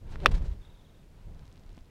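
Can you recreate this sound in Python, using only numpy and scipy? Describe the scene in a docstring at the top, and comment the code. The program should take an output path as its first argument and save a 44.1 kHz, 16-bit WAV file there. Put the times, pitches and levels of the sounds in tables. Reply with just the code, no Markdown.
"""On fairway turf an iron strikes a golf ball, heard by a microphone that moving air and cloth disturb.
The shaft swooshes as a noisy band of gliding pitch; ball and head ring as decaying modes, with a bright
crack, ground thud, and turf tearing and spraying as shaped noise. Cloth rustles as grainy noise and ticks
as damped snaps. Lumpy low noise buffets the microphone, and a far bird trills over faint hiss."""
import sys
import numpy as np
from scipy import signal
from scipy.fft import rfft, irfft, next_fast_len
from scipy.io import wavfile
from scipy.ndimage import uniform_filter1d, map_coordinates

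SR = 44100
rng = np.random.default_rng(int(sys.argv[2]) if len(sys.argv) > 2 else 0)


def invert_db(x):
    """Field ratio 10**(x/20) for x, a level in decibels (scalar or array-like)."""
    u = np.asarray(x, float) / 20
    return 10 ** u


def pcm_store(signal):
    """Save signal as 16-bit PCM."""
    levels = np.round(np.clip(np.atleast_2d(signal), -1, 1) * 32767)
    wavfile.write(sys.argv[1], SR, levels.astype(np.int16).T)


N = 83790
T = np.arange(N) / SR  # seconds

# Mode of the squeezed ball. The row: frequency in Hz, level in dB before swell and decay, T60 in seconds.
BALL_MODE = (1220, 10.5, .0068)
# Modes of the freed club head. Each row: frequency in Hz, level in dB before swell and decay, T60 in seconds.
HEAD_MODES = [(1760, 9.5, .0055), (2590, 4.2, .0068), (3075, -17, .017), (3492, -14, .02), (3900, -22, .02),
              (4598, -23, .014), (5505, -26, .016), (7900, -32, .01), (9480, -30, .012), (10450, -32, .009)]
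# Modes of the ground under the sole. Each row: frequency in Hz, level in dB before swell and decay,
# T60 in seconds.
GROUND_MODES = [(300, -30, .025), (395, -25, .03), (535, -18, .035), (665, -22, .025), (830, -26, .015)]
# Spectrum of the crack as the ball leaves. Each row: frequency in Hz, relative density in dB per Hz.
CRACK_SPECTRUM = [(4000, -40), (7000, -5), (10000, 0), (13000, -2), (15000, -5), (15800, -14)]
# Spectrum of the sole tearing through turf. Each row: frequency in Hz, relative density in dB per Hz.
TURF_SPECTRUM = [(120, -20), (300, -9), (550, -3), (800, -9), (1200, -11), (2200, -8), (3400, -2),
                 (5000, -15), (6300, -30), (9000, -31), (15800, -42)]
# Swoosh of the shaft. Each row: time in seconds, level in dB, vortex pitch in Hz.
SHAFT_SWOOSH = [(.19, -74, 300), (.22, -47.5, 440), (.24, -41.5, 520), (.256, -37, 560), (.272, -39.5, 389),
                (.29, -58.5, 336), (.34, -68.5, 302)]
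# Airy swish early in the downswing. Each row: time in seconds, level in dB, pitch in Hz.
EARLY_SWISH = [(.09, -85, 7000), (.11, -72, 7080), (.122, -66, 6480), (.137, -72, 4500), (.15, -70, 3860),
               (.17, -90, 3500)]
# Torn grass and soil spraying. Each row: centre in seconds, level in dB, half width (to 1/e) in seconds.
SPRAY_BURSTS = [(.298, -63.5, 0.0031), (0.32, -52, 0.0066), (0.351, -55, .01), (.378, -62.5, .014),
                (.426, -65, 0.0037), (.46, -64, 0.023), (.52, -72, .03)]
# Spectrum of grit and crackle. Each row: frequency in Hz, relative density in dB per Hz.
GRIT_SPECTRUM = [(800, -19), (2000, -4), (4000, 0.5), (8000, -7.5), (12000, -22.5), (15800, -22.5)]
# Cloth rubbing, in two groups. Each row: time in seconds, level in dB before the gain in cloth().
CLOTH_RUSTLE = [
    [(0.0, -81), (0.076, -66), (0.086, -68.5), (0.12, -56), (0.148, -57.5), (0.158, -62), (0.168, -66),
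     (0.192, -65), (0.202, -62), (0.214, -59.5), (0.25, -52), (0.252, -60)],
    [(0.274, -48), (0.276, -50.5), (0.306, -60.5), (0.32, -48.5), (0.332, -61.5), (0.346, -50.5),
     (0.408, -65), (0.426, -59), (0.434, -65.5), (0.458, -60), (0.492, -66.5), (0.52, -66), (0.578, -73.5),
     (0.62, -69.5)],
]
# Cloth settling after the finish. Each row: time in seconds, level in dB before the gain in cloth().
CLOTH_SETTLING = [(.8, -74), (1.1, -78), (1.19, -71.5), (1.3, -74), (1.45, -69.5), (1.56, -73), (1.64, -73),
                  (1.78, -71), (1.83, -79.5), (1.9, -71.5)]
# Spectrum of rubbing cloth. Each row: frequency in Hz, relative density in dB per Hz.
CLOTH_SPECTRUM = [(180, -31), (300, 2.5), (477, -11), (1010, -0.5), (1130, -6.5), (1290, -5.5), (3980, -14),
                  (7730, -28.5), (15800, -43.5)]
# Ticks of cloth or spikes. Each row: time in seconds before a short delay, level in dB before filter and
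# doubling, pitch in Hz.
CLOTH_TICKS = [(0.1571, -32, 1440), (0.2022, -40, 3420), (0.207, -57, 3000), (1.028, -58, 2500),
               (0.4262, -55, 4000), (.448, -53, 1500), (1.346, -54, 4950), (1.467, -54, 6600),
               (1.703, -60, 3000), (1.729, -53, 6000), (1.3931, -48, 4100), (1.454, -50, 3800),
               (1.478, -47, 4240), (1.5153, -52, 3750), (1.5262, -49, 4930), (1.5575, -51, 3800),
               (1.5767, -46.5, 4510), (1.5952, -54, 6030), (1.6356, -51, 4500), (1.6628, -52, 4000),
               (1.569, -56, 2800), (1.678, -58, 3500), (1.756, -61, 2500), (1.6924, -49.5, 3950),
               (1.7475, -54, 4540), (1.7686, -50, 5000), (1.7757, -43, 228), (1.7764, -46.5, 810),
               (1.7786, -48, 2470), (1.7892, -50.5, 3500), (1.8075, -53, 5030), (1.8565, -57, 3860)]
# Air on the microphone. Each row: time in seconds, level in dB.
BUFFET_LEVEL = [(0.0, -74), (0.026, -42), (0.184, -35), (0.222, -35.5), (0.248, -31), (0.348, -30.5),
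                (0.39, -33), (0.418, -27.5), (0.444, -35), (0.46, -31.5), (0.518, -37.5), (0.544, -40.5),
                (0.856, -57), (1.222, -51.5), (1.274, -40.5), (1.316, -44), (1.41, -46), (1.476, -51),
                (1.63, -52.5), (1.704, -48.5), (1.772, -52.5), (1.82, -53), (1.846, -61), (1.9, -57)]
# Spectrum of the buffeting. Each row: frequency in Hz, relative density in dB per Hz.
RUMBLE_SPECTRUM = [(8.8, -39.5), (15, -5.5), (27, -0.5), (45, -5.5), (92, -14), (183, -20.5), (262, -29.5),
                   (503, -34.5), (900, -48), (1170, -68.5), (1980, -120)]
# Single strong puffs. Each row: centre in seconds, level in dB before the last column, frequency in Hz,
# half width (to 1/e) in seconds, signed factor for push or pull.
AIR_PUFFS = [(.345, -14, 35.6, 0.017, -0.87), (0.289, -20, 51.6, 0.0067, -0.97),
             (0.414, -12, 44.2, 0.012, 0.2), (0.441, -23, 71, 0.0027, 0.97), (0.493, -25, 57, 0.011, 0.79),
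             (.516, -24, 45.24, 0.01, 0.97), (1.273, -39, 44, 0.0052, 1),
             (1.702, -40.5, 32.6, 0.023, -1.07), (1.816, -41, 30.97, 0.0067, 0.61)]
# Notes of the far bird. Each row: start in seconds, level in dB before dip and pulsing.
BIRD_NOTES = [(0.613, -65.5), (0.647, -62), (0.694, -64), (0.744, -66), (.790, -66), (.843, -68),
              (.888, -69), (.943, -69), (0.989, -71.5)]
# Distant murmur of the course and microphone hiss. Each row: frequency in Hz, relative density in dB per Hz.
AIR_SPECTRUM = [(40, -31.5), (70, 2), (150, -5), (300, -12.5), (600, -18), (1200, -29), (3000, -32),
                (6000, -36), (15800, -43.5)]


def unit(x):
    """Normalization: x at rms 1."""
    return x / np.sqrt(np.mean(x ** 2) + 1e-20)


def noise():
    """White noise: equal mean power at every frequency."""
    return rng.standard_normal(N)


def wobble(rate):
    """Interpolated random process: a smooth curve with rate knots a second."""
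    return map_coordinates(rng.standard_normal(10000), [T * np.clip(rate, .1, 5000)])


def coloured(x, spectrum):
    """Linear filtering: x weighted by a spectrum on a log frequency axis, at rms 1."""
    size = next_fast_len(N + 8192)
    hz, db = np.transpose(spectrum)
    log_hz = np.log(np.fft.rfftfreq(size, 1 / SR) + 1)
    gain = invert_db(np.interp(log_hz, np.log(hz + 1), db))
    return unit(irfft(rfft(x, size) * gain, size)[:N])


def curve(rows, column=1):
    """Linear interpolation: one table value per sample."""
    points = np.array(rows)
    return np.interp(T, points[:, 0], points[:, column])


def ring(modes, start):
    """Modal superposition: damped modes swell and die from start, neighbours in opposite phase."""
    swell_s = .0014
    t = np.maximum(T - start, 0)
    total = np.zeros(N)
    for k, (hz, db, t60) in enumerate(modes):
        sign = (-1) ** (k + 1)
        total += sign * invert_db(db - 60 * t / t60) * np.sin(2 * np.pi * hz * t)
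    return (1 - np.exp(-t / swell_s)) * total


def vortices(rows, width_hz):
    """Random modulation of two carriers in quadrature: a broad noisy band on a gliding pitch."""
    phase = 2 * np.pi * np.cumsum(curve(rows, column=2)) / SR
    band = wobble(width_hz) * np.sin(phase) + wobble(width_hz) * np.cos(phase)
    sounding = (T > rows[0][0]) * (T < rows[-1][0])
    return invert_db(curve(rows)) * unit(band) * sounding


def grains(per_s):
    """Random impulses: sparse grains of uneven strength, at rms 1."""
    spread_db, biggest = 3.2, 2.5  # the biggest is counted in spreads
    struck = rng.random(N) < per_s / SR
    strength = invert_db(spread_db * np.minimum(rng.exponential(size=N), biggest))
    return unit(struck * strength * noise())


def turf_tear(blow_s, late_s):
    """Friction noise: the sole tears the turf, fading slowly at first and then fast."""
    level_db, fade_db, long_s, t60_s = -26.5, 5, .0085, .004
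    t = np.maximum(T - blow_s, 0)
    u = t - late_s
    slow_db = fade_db * np.clip(u / long_s, 0, 1)
    fast_db = 60 * np.maximum(u - long_s, 0) / t60_s
    onset = np.clip(t / late_s, 0, 1) ** 2
    return invert_db(level_db - slow_db - fast_db) * onset * coloured(noise(), TURF_SPECTRUM)


def blow():
    """Impact excitation: the ball rings, then the freed head rings and a crack sounds; ground and turf follow."""
    blow_s, contact_s, turf_late_s = .25886, .00043, .002
    crack_db, crack_long_s = -38, .0029
    free_s = blow_s + contact_s
    crack_shape = np.exp(-(2 * (T - free_s) / crack_long_s - 1) ** 4)
    crack = invert_db(crack_db) * crack_shape * coloured(noise(), CRACK_SPECTRUM)
    club_and_ball = ring([BALL_MODE], blow_s) + ring(HEAD_MODES, free_s) + crack
    thud = ring(GROUND_MODES, blow_s + turf_late_s)
    return club_and_ball + thud + turf_tear(blow_s, turf_late_s)


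def swoosh():
    """Vortex shedding: pitch and level rise as the shaft speeds up, then fall; an airy swish leads."""
    return vortices(SHAFT_SWOOSH, width_hz=450) + vortices(EARLY_SWISH, width_hz=5000)


def spray():
    """Granular impacts: grit from the divot sounds in grainy noise bursts."""
    bursts = sum(invert_db(db) * np.exp(-((T - s) / width) ** 2) for s, db, width in SPRAY_BURSTS)
    return bursts * coloured(1.2 * grains(per_s=2500) + noise(), GRIT_SPECTRUM)


def cloth():
    """Dry friction: rubbing fibres give noise mixed with uneven grains."""
    gain_db = 3
    rub = coloured(.7 * grains(per_s=1500) + noise(), CLOTH_SPECTRUM)
    level_db = curve(np.vstack(CLOTH_RUSTLE + [CLOTH_SETTLING]))
    return invert_db(gain_db + level_db) * rub


def ticks():
    """Damped oscillation: short, dull snaps, with noisy fizz on those pitched above 1000 Hz."""
    cycles, fizz_share, top_hz, delay_s = 1.4, .3, 8500, .0008  # each snap falls 20 dB in these cycles
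    out, t = np.zeros(N + SR), np.arange(SR // 50) / SR
    for s, db, hz in CLOTH_TICKS:
        decay = invert_db(db - 20 * t * hz / cycles)
        fizz = fizz_share * rng.standard_normal(len(t)) * (hz > 1000)
        snap = decay * (fizz - np.sin(2 * np.pi * hz * t))
        lowpass = signal.butter(3, min(top_hz, 3.0 * hz), fs=SR)
        start = round((s + delay_s) * SR)
        out[start:][:len(t)] += 2 * signal.lfilter(*lowpass, snap)
    return out[:N]


def crackle():
    """Random impulses: tiny bright snaps fall between the late ticks."""
    from_s, to_s, per_s, level_db = 1.38, 1.86, 110, -57
    snaps = (rng.random(N) < per_s / SR) * noise() * (T > from_s) * (T < to_s)
    snaps_rms = np.sqrt(np.mean(snaps ** 2))
    return invert_db(level_db) * coloured(snaps, GRIT_SPECTRUM) * snaps_rms


def buffet():
    """Turbulent pressure: a lumpy low rumble held to its strength, and single strong puffs."""
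    lumpy_db, lumps_per_s, even_s = 4.5, 18, .05
    rumble = invert_db(lumpy_db * wobble(lumps_per_s)) * coloured(noise(), RUMBLE_SPECTRUM)
    power = rumble ** 2
    for _ in range(2):
        power = uniform_filter1d(power, int(even_s * SR))
    rumble = rumble / np.sqrt(np.abs(power) + .02)
    puffs = np.zeros(N)
    for s, db, hz, width, way in AIR_PUFFS:
        swell = np.exp(-((T - s) / width) ** 2)
        puffs += way * invert_db(db) * swell * np.cos(2 * np.pi * hz * (T - s))
    return invert_db(curve(BUFFET_LEVEL)) * rumble + puffs


def bird():
    """Frequency and amplitude modulation: pulsed notes dip in pitch and return, blurred by the trees."""
    note_s, high_hz, flick_hz, dip_hz, dip_db = .034, 3690, 280, 420, 5
    pulse_hz, waver_hz, wet_db, trees_t60_s = 80, 50, -4, .12
    song, waver = np.zeros(N), waver_hz * wobble(waver_hz * 2)
    for s, db in BIRD_NOTES:
        u = np.clip((T - s) / note_s, 0, 1)  # progress through the note
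        dip = np.sin(np.pi * u) ** 4
        hz = high_hz + flick_hz * np.exp(-u / .1) - dip_hz * dip + waver
        pulses = .3 + np.abs(np.sin(np.pi * pulse_hz * (T - s)))
        envelope = np.sin(np.pi * u ** .5) ** .5
        song += invert_db(db - dip_db * dip) * envelope * pulses * np.sin(2 * np.pi * np.cumsum(hz) / SR)
    t = np.arange(SR // 4) / SR
    tail = rng.standard_normal(len(t)) * invert_db(-60 * t / trees_t60_s)
    echo = signal.fftconvolve(song, tail / np.linalg.norm(tail))[:N]
    return song + invert_db(wet_db) * echo


def air():
    """Stationary noise: a steady murmur and hiss, its level swaying a little."""
    level_db, sway_db, sways_per_s = -59, 1, 1.7
    return invert_db(level_db + sway_db * wobble(sways_per_s)) * coloured(noise(), AIR_SPECTRUM)


def scene():
    """Superposition: the pressures of all sources add at one microphone."""
    mix = buffet() + air() + cloth() + ticks() + swoosh() + blow() + bird() + spray() + crackle()
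    return mix[None]  # one channel


def roll_off(x):
    """The treble ends steeply here."""
    return signal.sosfilt(signal.butter(12, 15920, fs=SR, output="sos"), x)


def record(dry):
    """Saturation and band limiting: the input rounds off the highest peaks and cuts the top treble."""
    ceiling, top_hz = .72, 15900  # ceiling as a share of full scale
    rounded = dry / (1 + np.abs(dry / ceiling) ** 6) ** (1 / 6)
    passed = np.fft.rfftfreq(N, 1 / SR) < top_hz
    mix = irfft(rfft(rounded) * passed, N)
    return roll_off(mix)


dry = scene()
out = record(dry)
pcm_store(out)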